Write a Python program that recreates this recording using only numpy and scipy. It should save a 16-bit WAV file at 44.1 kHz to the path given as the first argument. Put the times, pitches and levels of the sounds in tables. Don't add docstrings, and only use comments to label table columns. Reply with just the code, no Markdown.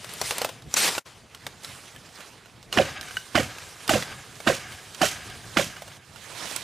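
import sys
import numpy as np
from scipy import signal
from scipy.fft import rfft, irfft, next_fast_len
from scipy.io import wavfile
from scipy.ndimage import uniform_filter1d, map_coordinates

SR = 44100
rng = np.random.default_rng(int(sys.argv[2]) if len(sys.argv) > 2 else 0)


def generate_wav(sig):
    pcm = np.round(np.clip(np.atleast_2d(sig).T, -1, 1) * 32767).astype(np.int16)
    wavfile.write(sys.argv[1], SR, pcm)


N = 292383

# start_s, level_db, thump_db, note_db, note_delay_s, note_hz, shake_db, rattle_db,
# stir_db. Thump, note, shake and rattle are relative to level_db.
BLOWS = [(2.7732, -6.5, -2.5, -0.5, 0.025, 589, -26, -25, -33),
         (3.3526, -4, -10, -10.5, 0.026, 620.6, -23.5, -32, -40.5),
         (3.395, -17.5, 4.5, -4.5, 0.012, 525, -28.5, -43, -43),
         (3.893, -11, -3, -4, 0.019, 658, -11.5, -25, -39),
         (3.9356, -10.5, 1.5, -4.5, 0.022, 546, -24, -34, -34),
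         (4.4714, -5, -6.5, -5, 0.0265, 564, -20, -30, -38.5),
         (5.015, -6, -11, -7.5, 0.021, 636, -14.5, -27.5, -37),
         (5.5691, -6, -6.5, -8.5, 0.025, 579, -19, -32.5, -44)]
# time_s, level_db, dryness_db (more is brighter), pan_db (left minus right)
BRUSH_STIR = [(0, -56.5, 0.5, -0.5), (.55, -48, 0.5, 2), (.68, -60, -4, -5), (.74, -55, 6, 0.5),
              (1.25, -54.5, -2, -2.5), (1.45, -48.5, -0.5, -4), (2.05, -50, -2, -3.5),
              (2.5, -51.5, -2, -3.5), (2.72, -52.5, -1, -4), (3.25, -50.5, -1, -4.5),
              (3.62, -42.5, 1.5, -1.5), (4.25, -46, .5, -4.5), (5.3, -43.5, 1, -2.5), (5.97, -46, 0, -3),
              (5.995, -56.5, 0, -7), (6.2, -45, 0, -8), (6.4, -36, -1, -8), (6.52, -34, 1.5, -8.5),
              (6.63, -39, 0, -8)]
# pitch_hz, level_db
LEAF_TONE = [(88, -25), (150, -5), (303, -5.5), (398, -3), (649, -4), (871, -3), (1870, -4), (3490, -5.5),
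             (9260, -10.5), (13400, -21), (16000, -28)]


def amp(db):
    return 10 ** (np.asarray(db) / 20)


def unit(x):
    return x / np.sqrt(np.mean(x ** 2) + 1e-20)


def along(points, hz):
    pitches, values = np.transpose(points)
    return np.interp(np.log(hz + 1), np.log(pitches + 1), values)


def curves(rows):
    times, *columns = np.transpose(rows)
    return [np.interp(np.arange(N) / SR, times, column) for column in columns]


def wobble(rate):
    return map_coordinates(rng.standard_normal(int(N * rate / SR) + 4), [np.arange(N) * rate / SR])


def clumps(t, rate, depth_db):
    steps = rng.standard_normal(int(len(t) * rate / SR) + 2)
    return unit(amp(depth_db * np.interp(t * rate, np.arange(len(steps)), steps)))


def filtered(x, response):
    n = x.shape[-1]
    padded = next_fast_len(n + 8192)
    return irfft(rfft(x, padded) * response(np.fft.rfftfreq(padded, 1 / SR)), padded)[..., :n]


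def sides(pan_db):
    return np.array([amp(pan_db / 2), amp(-pan_db / 2)])


def add(track, start_s, sound):
    i = round(start_s * SR)
    track[..., i:i + sound.shape[-1]] += sound[..., :track.shape[-1] - i]


def puff(t, tone):
    return unit(filtered(rng.standard_normal(len(t)), lambda hz: amp(along(tone, hz))))


def spread(pair, tone):
    # pitch_hz, likeness (1 is the same)
    alike = [(60, 0.99), (240, 0.86), (950, 0.94), (3770, 1), (15000, 0.69)]
    turn = lambda hz: np.arccos(np.clip(along(alike, hz), -1, 1)) / 2
    mid, side = filtered(pair, lambda hz: amp(along(tone, hz)) * [np.cos(turn(hz)), np.sin(turn(hz))])
    return unit(np.array([mid + side, mid - side]))


def rumble():
    # pitch_hz, level_db
    tone = [(12, -43), (20, -23.5), (114, 0), (219, -10.5), (369, -16), (422, -15.5), (560, -22),
            (700, -15), (910, -32), (1540, -120)]
    t, late_s, width_s = np.arange(N) / SR, 0.093, 0.074
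    swell = np.max([np.exp(-.5 * ((t - blow[0] - late_s) / width_s) ** 2) for blow in BLOWS], axis=0)
    level_db = -50.5 + 5 * swell + 1.6 * wobble(2.56) + 3.55 * wobble(24)
    return amp(level_db) * spread(rng.standard_normal((2, N)), tone)


def brush_motion():
    # time_s, peak_db, rise_s, hold_s, fall_s, dryness_db, pan_db (rise and fall: 20 dB)
    rustles = [(0.203, -36, 0.41, .03, 0.37, 0.5, 1), (0.261, -33, .08, 0.048, 0.11, 5, -1),
               (0.383, -34, .15, .05, 0.13, -1.5, 0.5), (.768, -20, 0.01, 0.015, 0.12, 2.5, 0.5),
               (.835, -20.5, 0.1, 0.053, 0.042, 1, 0), (0.913, -31.5, .04, 0.096, 0.057, 1.5, 2),
               (1.058, -44.5, .03, .01, 0.25, -1.5, 3), (1.64, -40, 0.036, 0.009, 0.53, 1.5, -4),
               (2.173, -46, .15, 0.1, .15, 0, -5.5), (2.737, -31.5, .02, 0.022, .1, -1, -2),
               (3.025, -44, 0.034, 0.17, .2, 3.5, 0), (4.727, -43, 0.036, 0.016, 0.18, 1, 2)]
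    # peak_db, rise_s, hold_s, fall_s, dryness_db, pan_db
    swing = (-42, 0.26, 0.044, 0.07, 0.1, -8.5)
    # rise_s, hold_s, fall_s, dryness_db, pan_db
    stir = (0.048, 0.048, 0.28, -1.4, 0.19)
    swings = [(blow[0], *swing) for before, blow in zip(BLOWS, BLOWS[1:]) if blow[0] - before[0] > .3]
    stirs = [(blow[0], blow[-1], *stir) for blow in BLOWS]
    t = np.arange(N) / SR
    level_db, dry_db, pan_db = curves(BRUSH_STIR)
    power = amp(2 * level_db)
    dry_sum, pan_sum = power * dry_db, power * pan_db
    for time_s, peak_db, rise, hold, fall, dryness, pan in rustles + swings + stirs:
        drop_db = 20 * np.maximum(0, np.maximum((time_s - t) / rise, (t - time_s - hold) / fall))
        part = amp(2 * (peak_db - drop_db))
        power, dry_sum, pan_sum = power + part, dry_sum + part * dryness, pan_sum + part * pan
    return 10 * np.log10(power), dry_sum / power, pan_sum / power


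def leaves():
    level_db, dry_db, pan_db = brush_motion()
    bands = signal.stft(rng.standard_normal((2, N)), nperseg=256)[2]
    patches = uniform_filter1d(uniform_filter1d(rng.standard_normal(bands.shape[1:]), 6, 0), 10, 1)
    hiss = unit(signal.istft(bands * amp(2 * unit(patches)), nperseg=256)[1][:, :N])
    flicks = (rng.random((2, N)) < .02 * amp(3.5 * wobble(25))) * rng.standard_normal((2, N))
    crackle = unit(flicks * amp(5.8 * rng.exponential(size=(2, N)).clip(0, 2.5)))
    rustle = spread(hiss + 0.3 * crackle, LEAF_TONE)
    low = filtered(rustle, lambda hz: 1 / (1 + (hz / 1800) ** 2))
    high = filtered(rustle, lambda hz: 1 - 1 / (1 + (hz / 7000) ** 2))
    tilted = amp(-2 * dry_db) * low + (rustle - low - high) + amp(2 * dry_db) * high
    return amp(level_db + .8 * wobble(30)) * sides(pan_db) * tilted


def grove_echo(hits):
    # pitch_hz, fade_s (time to drop 60 dB)
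    fades = [(200, 0.25), (1500, 0.17), (5000, 0.24), (12000, 0.16)]
    out, step = np.zeros((2, N)), SR // 3
    for i in range(0, N, step):
        hz, t, bands = signal.stft(rng.standard_normal((2, SR // 2)), SR, nperseg=256)
        tail = signal.istft(bands * amp(-60 * t / along(fades, hz)[:, None]), SR, nperseg=256)[1]
        tail = tail[:1] + 0.2 * tail * [[1], [-1]]
        tail /= np.linalg.norm(tail[1])
        add(out, i / SR + .02, signal.fftconvolve(hits[None, i:i + step], tail, axes=1))
    return out


def twig_snaps():
    # start_s, level_db, pitch_hz, ring_db, knock_db
    snaps = [(0.0447, -23, 2586, -21, -24), (0.092, -24, 3080, -15, -28), (0.137, -25.5, 10200, -1.5, -32),
             (0.2143, -12.5, 4430, -5.5, -8.5), (0.3084, -10, 2750, -10, -15.5),
             (0.3211, -22.5, 1484, -21, -3.5), (0.382, -11.5, 8800, -13, -25),
             (0.4162, -13.5, 2950, -11, -5.5), (0.4461, -11.5, 1340, -10.5, -6.5),
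             (0.4907, -21.5, 1440, -13, -10), (0.74, -10, 5800, 0, -39), (0.767, -13.5, 3010, -6, -36),
             (0.8783, -12.5, 3400, -9, -15), (0.889, -17, 3350, -8, -36), (0.9502, -20, 2500, -6.5, -23),
             (0.9801, -11.5, 1398, -8.5, -15), (1.3474, -24, 2880, -16, -39),
             (1.466, -16, 2190, -13.5, -14.5), (1.646, -20.5, 3960, -5.5, -40.5),
             (1.9616, -32, 1730, -3.5, -37), (2.206, -28, 1420, -7, -22), (2.7265, -14, 2840, -4, -48),
             (3.011, -22, 4040, -8, -25), (3.0293, -28, 1738, -9, -24.5), (3.0834, -26, 1515, -9, -31),
             (3.109, -28.5, 1580, -4, -31), (3.169, -17.5, 1530, 2, -42), (3.584, -25.5, 2620, -10, -14),
             (3.8778, -14, 3580, -7, -28), (3.8931, -4.5, 1510, -7.5, -34), (4.0244, -18, 1980, -5.5, -24),
             (4.4024, -24, 2240, -7, -14), (4.7208, -29, 3070, -5, -26), (4.947, -23.5, 3250, -8, -27),
             (5.2994, -26, 2850, -13, -29), (5.766, -29, 1510, -5, -18), (5.8202, -27.5, 2200, -10, -3.5),
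             (5.879, -31.5, 1450, -8, -8), (6.5108, -22.5, 3450, -8, -16), (6.562, -14, 7960, -2, -40)]
    faint_ticks = [(when * N / SR, -32.5 - 6 * size, 1340 * 4 ** pitch ** 2, -7, -18)
                   for when, size, pitch in rng.random((18, 3))]
    out, t = np.zeros((2, N)), np.arange(SR // 5) / SR
    attack, fall = 1 - np.exp(-t / 0.00028), amp(-60 * t / .05)
    brush_pan_db = curves(BRUSH_STIR)[2]
    for start_s, level_db, hz, ring_db, knock_db in snaps + faint_ticks:
        pan_db = brush_pan_db[int(start_s * SR)] + 2.5 * rng.standard_normal()
        crack_tone = [(hz / 4, -30), (hz / 3.8, -3), (hz, 0), (hz * 1.94, -3), (hz * 5, -16)]
        crack = puff(t, crack_tone) * amp(-5 - 60 * t / 0.012)
        spray = puff(t, LEAF_TONE) * amp(-12) * fall
        tone = np.sin(2 * np.pi * hz * t) + .8 * np.sin(2 * np.pi * min(1.95 * hz, hz + 1400) * t)
        ring = amp(ring_db - 60 * t * hz / 200) * fall * tone
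        knock = amp(knock_db) * fall * puff(t, [(300, -23.5), (520, 2), (850, -4.5), (1500, -24)])
        snap = attack * (crack + spray + ring + knock)
        add(out, start_s, amp(level_db) * sides(pan_db)[:, None] * snap)
    return out


def branch_rattle(t):
    # pitch_hz, width_hz, level_db
    rings = [(584, 72, -13), (748, 79, -2), (1224, 160, -4), (1620, 210, 0.5), (2180, 440, -7.5),
             (2960, 1100, -9), (3800, 63, -8), (4910, 190, -9), (6500, 410, -15)]
    response = lambda f: sum(amp(db) / (1 + (2 * (f - hz) / width) ** 2) for hz, width, db in rings)
    swell = (t / 0.19) * np.exp(1 - t / 0.11) * clumps(t, 60.1, depth_db=4)
    mid, side = unit(filtered(rng.standard_normal((2, len(t))), response))
    return swell * np.array([mid + 0.068 * side, mid - 0.044 * side])


def leaf_shake(t):
    # pitch_hz, level_db
    tone = [(530, -38), (900, -12), (1550, -11), (1810, -8.5), (2660, 1.5), (3510, -3.5), (6330, -0.5),
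            (13400, -14), (16000, -28)]
    shiver = (t / 0.036) ** 0.27 * np.exp(-(t / 0.067) ** 1.32) * clumps(t, 198, depth_db=2)
    return shiver * puff(t, tone)


def hollow_note(t, note_hz, delay_s):
    # pitch_ratio (times note_hz), delay_ratio (times delay_s), level_db, width_s
    parts = [(1.32, 0.95, -13.5, 0.0074), (1.14, 0.71, -7, 0.0073), (.97, 1.096, 0.5, 0.004),
             (0.67, 1.57, -13.5, 0.006), (0.92, 1.85, -12.5, 0.005), (1.25, 1.23, -21, 0.011),
             (0.69, 3.1, -33, 0.0054)]
    note = np.zeros(len(t))
    for pitch_ratio, delay_ratio, level_db, width_s in parts:
        louder, detune, phase = rng.standard_normal(3)
        hz = note_hz * pitch_ratio * (1 + 0.019 * detune)
        age = t - delay_ratio * delay_s
        swell = amp(level_db + 0.96 * louder) * np.exp(-.5 * (age / width_s) ** 2)
        note += swell * np.sin(2 * np.pi * hz * (t - 4 * age ** 2) + 2 * phase)
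    return note


def wall_ring(t):
    # pitch_hz, level_db, fade_s (time to drop 60 dB)
    notes = [(336.4, 0.5, 0.11), (750, 1, 0.14), (1190, 6, 0.03), (1430, -9, 0.083), (1632, -2.5, 0.055),
             (1920, -15, 0.078), (2560, -14, 0.028), (2950, -1, 0.068), (3400, -5, 0.044)]
    chance = rng.standard_normal((len(notes), 3))
    return sum(amp(db + louder - 60 * t / fade_s) * np.sin(2 * np.pi * hz * (1 + .022 * detune) * t + phase)
               for (hz, db, fade_s), (louder, detune, phase) in zip(notes, chance))


def thump(t):
    cycles = 170 * (t + 0.0086 * (1 - np.exp(-t / 0.0071)))
    push = np.sin(2 * np.pi * cycles) * amp(-60 * t / 0.042)
    sway = puff(t, [(25, -23), (60, 4.5), (120, 13.5), (300, 8), (450, -64)]) * amp(-10 - 60 * t / 0.21)
    return push + (1 - np.exp(-t / 0.0027)) * sway


def fibre_crunch(t):
    # pitch_hz, level_db
    tone = [(410, -41), (700, -12), (1570, 3.5), (4320, -9), (5040, -9.5), (5730, -15), (9210, -22.5),
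            (13400, -33), (15000, -64)]
    return puff(t, tone) * (amp(-60 * t / .022) + amp(-5.5 - 60 * t / .14) * clumps(t, 276, depth_db=-7))


def skin_cut():
    ramp = np.arange(380) / 380
    return ramp ** 2 * (1.2 - ramp) * puff(ramp, [(150, -24), (400, 6), (1500, -7), (9000, -32)])


def chops():
    # pitch_hz, pan_db
    stem_pan = [(60, -11), (150, -1.5), (380, -3), (950, -9), (2380, -7), (5980, -3.5), (15000, -0.5)]
    stem, branches, t = np.zeros(N), np.zeros((2, N)), np.arange(SR // 2) / SR
    attack = 1 - np.exp(-t / 0.001)
    for start_s, level_db, thump_db, note_db, delay_s, note_hz, shake_db, rattle_db, _ in BLOWS:
        bite = amp(-7) * fibre_crunch(t) + amp(-14.5) * wall_ring(t) + amp(thump_db) * thump(t)
        skin = skin_cut()
        add(stem, start_s - len(skin) / SR, amp(level_db - 6.5) * skin)
        add(stem, start_s, amp(level_db) * attack * bite)
        add(stem, start_s, amp(level_db + note_db) * hollow_note(t, note_hz, delay_s))
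        for wait, pitch, size in rng.random((14, 3)):
            splinter = np.sin(2 * np.pi * 1000 * 4 ** pitch * t) * amp(-60 * t / 0.032)
            add(stem, start_s + .004 + .055 * wait, amp(level_db - 10.5 - 10 * wait - 4.9 * size) * splinter)
        add(stem, start_s, amp(level_db + shake_db) * leaf_shake(t))
        add(branches, start_s, amp(level_db + rattle_db) * branch_rattle(t))
    return filtered(stem, lambda hz: sides(along(stem_pan, hz))) + branches


def scene():
    hits = chops() + twig_snaps()
    return hits + amp(-18.5) * grove_echo(hits.mean(0)) + leaves() + rumble()


def record(dry):
    # time_s, gain_db
    dip = [(.988, -1.5), (1.0, -19), (1.04, -38), (1.048, -28), (1.062, -2.5)]
    dipped = dry * amp(curves(dip)[0])
    rounded = dipped / (1 + np.abs(dipped / .7) ** 4) ** .25
    return filtered(rounded, lambda hz: hz < 15300)


dry = scene()
out = record(dry)
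generate_wav(out)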